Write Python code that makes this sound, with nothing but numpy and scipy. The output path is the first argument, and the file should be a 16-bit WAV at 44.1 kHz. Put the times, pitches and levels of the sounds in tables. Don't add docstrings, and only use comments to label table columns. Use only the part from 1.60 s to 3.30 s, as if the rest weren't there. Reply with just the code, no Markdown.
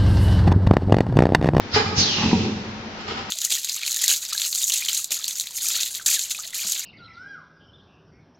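import sys
import numpy as np
from scipy import signal
from scipy.fft import rfft, irfft
from scipy.io import wavfile

SR = 44100
rng = np.random.default_rng(int(sys.argv[2]) if len(sys.argv) > 2 else 0)


def store_pcm(level_fs):
    pcm = np.round(np.clip(level_fs, -1, 1) * 32767).astype(np.int16)
    wavfile.write(sys.argv[1], SR, np.atleast_2d(pcm).T)


N = 74970
TIME = np.arange(N) / SR
BIN_HZ = np.arange(N // 2 + 1) * SR / N
CUTOFF_HZ = 7500


def from_db(db):
    return 10 ** (np.asarray(db) / 20)


def rms_one(x):
    return x / np.sqrt(np.mean(x ** 2) + 1e-20)


def envelope(points):
    return from_db(np.interp(TIME, *np.transpose(points)))


def at_hz(points, hz):
    freqs, values = np.transpose(points)
    return np.interp(np.log(np.maximum(hz, 1)), np.log(freqs), values)


def pan(db):
    return from_db(np.array([[db], [-db]]) / 2)


def noise(spectrum=None):
    # f/Hz, interaural coherence
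    coherence = [(30, 0), (90, 1), (250, 0.94), (500, 0.94), (950, 0.1), (1800, 0.02), (7000, 0.08)]
    alike = np.clip(at_hz(coherence, BIN_HZ), -1, 1)
    mid, side = rfft(rng.standard_normal((2, N)))
    ears = np.sqrt(1 + alike) * mid + np.sqrt(1 - alike) * side * [[1], [-1]]
    colour = from_db(at_hz(spectrum, BIN_HZ)) if spectrum else 1
    return rms_one(irfft(ears * (BIN_HZ < CUTOFF_HZ) * colour, N))


def swell(peak_s, rise_s, fall_s):
    return np.exp(-np.maximum((peak_s - TIME) / rise_s, (TIME - peak_s) / fall_s))


def resonate(x, resonances):
    response = 0
    for k, (hz, width, db) in enumerate(resonances):
        r = np.exp(-np.pi * width / SR)
        gain = (-1) ** k * from_db(db) * np.sqrt(CUTOFF_HZ / width / np.pi * 2) * (1 - r * r) / 2
        feedback = [1, -2 * r * np.cos(2 * np.pi * hz / SR), r * r]
        response = response + gain * signal.lfilter([1, 0, -1], feedback, x + 1e-18)
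    return response


def strike(hits, modes):
    force = 0
    for s, db, contact in hits:
        pulse = np.exp(-(2 * (TIME - s) / contact) ** 2)
        force = force + from_db(db) * pulse / pulse.sum()
    ring = sum(from_db(db) * np.exp(-np.log(1000) * TIME / t60) * np.cos(2 * np.pi * hz * TIME)
               for hz, db, t60 in modes)
    return signal.fftconvolve(force, ring)[:N]


def gliding_band(hz, width_hz):
    hz, width_hz = hz * np.ones(N), width_hz * np.ones(N)
    lowpass = signal.butter(2, width_hz.max() / 2, fs=SR, output="sos")
    slow = signal.sosfilt(lowpass, rng.standard_normal((4, 2 * N)))
    position = N + np.cumsum(width_hz / width_hz.max())
    a, b = np.reshape([np.interp(position, np.arange(2 * N), row) for row in slow], (2, 2, N))
    phase = 2 * np.pi * np.cumsum(hz) / SR
    return rms_one(a * np.cos(phase) + b * np.sin(phase))


def slips(shape, per_s):
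    return rms_one((rng.random(shape) < per_s / SR) * rng.standard_normal(shape))


def background(waver_hz=13):
    # f/Hz, level/dB
    ventilation = [(18, -25), (30, -7.5), (123, -17.5), (220, -9.5), (284, -13.5), (349, -10), (411, -14.5),
                   (542, -16), (823, -15), (1140, -17), (1650, -17), (5760, -26.5), (7600, -45),
                   (9880, -73), (16700, -120)]
    # f/Hz, level/dB
    tones = [(97, -48), (208, -52.5), (226, -46.5), (436, -61), (775, -55), (925, -55.5)]
    hum = sum(from_db(db) * rms_one(gliding_band(hz, waver_hz)[0]) for hz, db in tones)
    return from_db(-36.5) * noise(ventilation) * pan(2) + hum


def frame():
    # t/s, level/dB, contact/s
    jolts = [(.142, -15.5, 0.0049), (.228, -32, 0.0018), (.264, -26, 0.0015), (.378, -15, 0.0034),
             (.660, -20, 0.0015), (.752, -20.5, 0.0042), (.963, -23, .005)]
    # f/Hz, level/dB, T60/s
    modes = [(98.2, 0, .2), (134.7, -1.5, 0.15), (212, -3.5, 0.28)]
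    # t/s, level/dB
    rumble = [(.1, -43), (.24, -31), (.42, -28.5), (.54, -40), (.66, -23), (.85, -25), (.96, -35),
              (1.02, -39), (1.42, -54.5), (1.53, -39.5), (1.7, -56)]
    # f/Hz, level/dB
    spectrum = [(35, -41.5), (65, -25), (94, -5.5), (135, -13), (215, -9), (290, -17), (450, -17.5),
                (700, -45)]
    return strike(jolts, modes) + envelope(rumble) * noise(spectrum)


def valve():
    # f/Hz, level/dB
    spectrum = [(300, -25.5), (1200, -5), (2800, -9), (3700, -4.5), (4600, -1.5), (5250, 1), (5700, -10),
                (6400, -15), (7500, -24.5)]
    return from_db(-17) * swell(peak_s=0.1482, rise_s=0.012, fall_s=0.043) * noise(spectrum)


def stop(attack_s=0.00039, crack_db=-17.5):
    # t/s, level/dB, decay time/s
    clacks = [(.158, -18.5, 0.0059), (0.167, -20, 0.023), (0.197, -27.5, 0.028), (0.258, -30, 0.0068)]
    # f/Hz, bandwidth/Hz, level/dB
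    resonances = [(435, 20, -3), (803, 57, 1.5), (917, 200, -1), (1102, 40, -4.5), (1236, 74, -4.5),
                  (1666, 130, -3.5), (2048, 56, -6.5), (2398, 41, -6.5), (3000, 280, -6), (3585, 36, -12),
                  (3880, 150, -12), (5000, 69, -10), (6570, 140, -19)]
    chatter = noise() * sum(from_db(db) * swell(s, attack_s, decay) for s, db, decay in clacks)
    return resonate(chatter, resonances) + from_db(crack_db) * chatter


def bracket():
    # t/s, level/dB, contact/s
    knocks = [(.1625, -10, 0.0011)]
    # f/Hz, level/dB, T60/s
    modes = [(262, -11, .2), (395, -8, .07), (438, 0, .125), (505, -24, .5), (836, -20, 1.0)]
    return strike(knocks, modes)


def exhaust(vent_s=0.38, pressure_fall_s=0.074, start_hz=5650, end_hz=2560, fade_db_per_s=7):
    # t/s, level/dB
    outflow = [(.31, -83.5), (.368, -29.5), (.383, -21.5), (.41, -22), (.45, -26), (.50, -27), (.60, -28.5),
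               (.70, -32), (.75, -37.5), (.85, -36.5), (1.1, -80)]
    # f/Hz, level/dB
    jet = [(300, -3), (900, -12), (1800, -9.5), (3000, -3), (4300, -1), (5500, -1.5), (6400, -6),
           (6900, -25), (7500, -23.5)]
    # f/Hz, level/dB
    onset = [(2500, -25), (3700, -15), (4400, -0.5), (5500, -2), (6400, 0.5), (6900, -8.5), (7500, -21)]
    # f/Hz, bandwidth/Hz, level/dB
    outlet = [(2747, 11, -20), (2976, 6.7, -16.5), (4120, 16, -15), (4394, 55, -8.5), (4470, 53, -7.5),
              (4970, 30, -18.5), (5050, 22, -13.5), (5280, 7.5, -12), (5460, 56, -13)]
    flow = envelope(outflow)
    age = np.maximum(TIME - vent_s, 0)
    pressure = np.exp(-age / pressure_fall_s)
    hz = end_hz + (start_hz - end_hz) * pressure
    band = gliding_band(hz, width_hz=340 + 1500 * pressure ** 2)
    whistle = flow * from_db(-0.5 - fade_db_per_s * age) * band
    upper_hz = 1.3 * hz
    upper_band = from_db(-3 + at_hz(jet, upper_hz)) * gliding_band(upper_hz, width_hz=1500)
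    hiss = flow * (upper_band + from_db(0.5) * noise(jet))
    rush = from_db(-19.5) * swell(peak_s=0.398, rise_s=0.01, fall_s=0.03) * noise(onset)
    return rush + hiss + whistle + from_db(-1.5) * resonate(whistle, outlet)


def lid():
    # t/s, level/dB
    rub = [(.53, -78), (.585, -28.5), (.63, -24), (.67, -30), (.715, -25.5), (.77, -83)]
    # f/Hz, bandwidth/Hz, level/dB
    resonances = [(115, 99, -9), (194.7, 65, 4), (315, 310, 1.5), (414, 210, -3.5), (818, 120, -5.5),
                  (1120, 160, -5), (1900, 520, -8)]
    # t/s, level/dB, contact/s
    snaps = [(.7308, -5, 0.001), (.822, -31, 0.0019), (.850, -20, 0.00097), (.924, -22, 0.0014),
             (.962, -33, 0.0025)]
    # f/Hz, level/dB, T60/s
    modes = [(190, -15.5, .3), (211.6, -15, 1.14), (224.6, -4, .22), (304, -0.5, 0.038),
             (401, -12.5, 0.079), (766, -7.5, 0.21), (878, 2.5, 0.033), (946, -0.5, 0.2),
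             (1290, -16.5, 0.031), (1900, -32, 0.067)]
    rubbing = rms_one(resonate(slips(N, per_s=800), resonances))
    return envelope(rub) * rubbing + strike(snaps, modes)


def swishes(hiss_db=-2.5, rasp_db=-3.5):
    # peak t/s, level/dB, rise/s, fall/s
    swells = [(1.408, -36, 0.036, 0.044), (1.484, -31.5, 0.0091, 0.025), (1.515, -31, 0.018, 0.03),
              (1.583, -31, 0.025, 0.059), (1.695, -35.5, 0.009, .03)]
    # f/Hz, level/dB
    spectrum = [(200, -20), (450, 7), (650, -32), (1400, -0.5), (1900, -9.5), (2900, 1), (3800, -5.5),
                (5300, -5), (6300, -19.5), (7500, -17)]
    # f/Hz, bandwidth/Hz, level/dB
    resonances = [(776, 55, -1.5), (1010, 39, -7), (1264, 50, -2.5), (1484, 45, -6), (1865, 75, -6),
                  (2165, 31, -6.5), (3020, 120, -14), (3250, 60, -20), (4200, 45, -12), (6700, 35, -23)]
    rasp = from_db(rasp_db) * rms_one(resonate(slips((2, N), per_s=1500), resonances))
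    hiss = from_db(hiss_db) * noise(spectrum)
    return (hiss + rasp) * sum(from_db(db) * swell(s, rise, fall) for s, db, rise, fall in swells)


def reverberate(x, build_s=0.004):
    # f/Hz, T60/s
    t60 = [(100, 0.55), (250, 1), (1000, 1.92), (3000, 1.33), (7000, 1.1)]
    white = rfft(noise())
    edges_hz = np.geomspace(40, 8000, 10)
    tail = 0
    for lo, hi in zip(edges_hz, edges_hz[1:]):
        band = irfft(white * ((BIN_HZ >= lo) & (BIN_HZ < hi)), N)
        tail = tail + band * np.exp(-np.log(1000) * TIME / at_hz(t60, np.sqrt(lo * hi)))
    tail = rms_one(tail * (1 - np.exp(-TIME / build_s)))
    return signal.fftconvolve(x, tail * np.sqrt(2 * CUTOFF_HZ / SR / N), axes=1)[:, :N]


def scene():
    parts = [((valve() + exhaust()) * pan(-1), -6),
             (stop() * pan(-2), -5),
             (bracket() * pan(0), -19.5),
             (lid() + frame(), -8),
             (swishes(), -6.5)]
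    direct = sum(x for x, _ in parts)
    reverberant = reverberate(sum(from_db(db) * x for x, db in parts))
    return direct + reverberant + background()


def record(dry, low_cut_hz=21.4):
    highpass = signal.butter(1, low_cut_hz, "high", fs=SR, output="sos")
    lowpass = signal.ellip(12, .2, 90, CUTOFF_HZ, fs=SR, output="sos")
    return signal.sosfilt(lowpass, signal.sosfilt(highpass, dry))


dry = scene()
out = record(dry)
store_pcm(out)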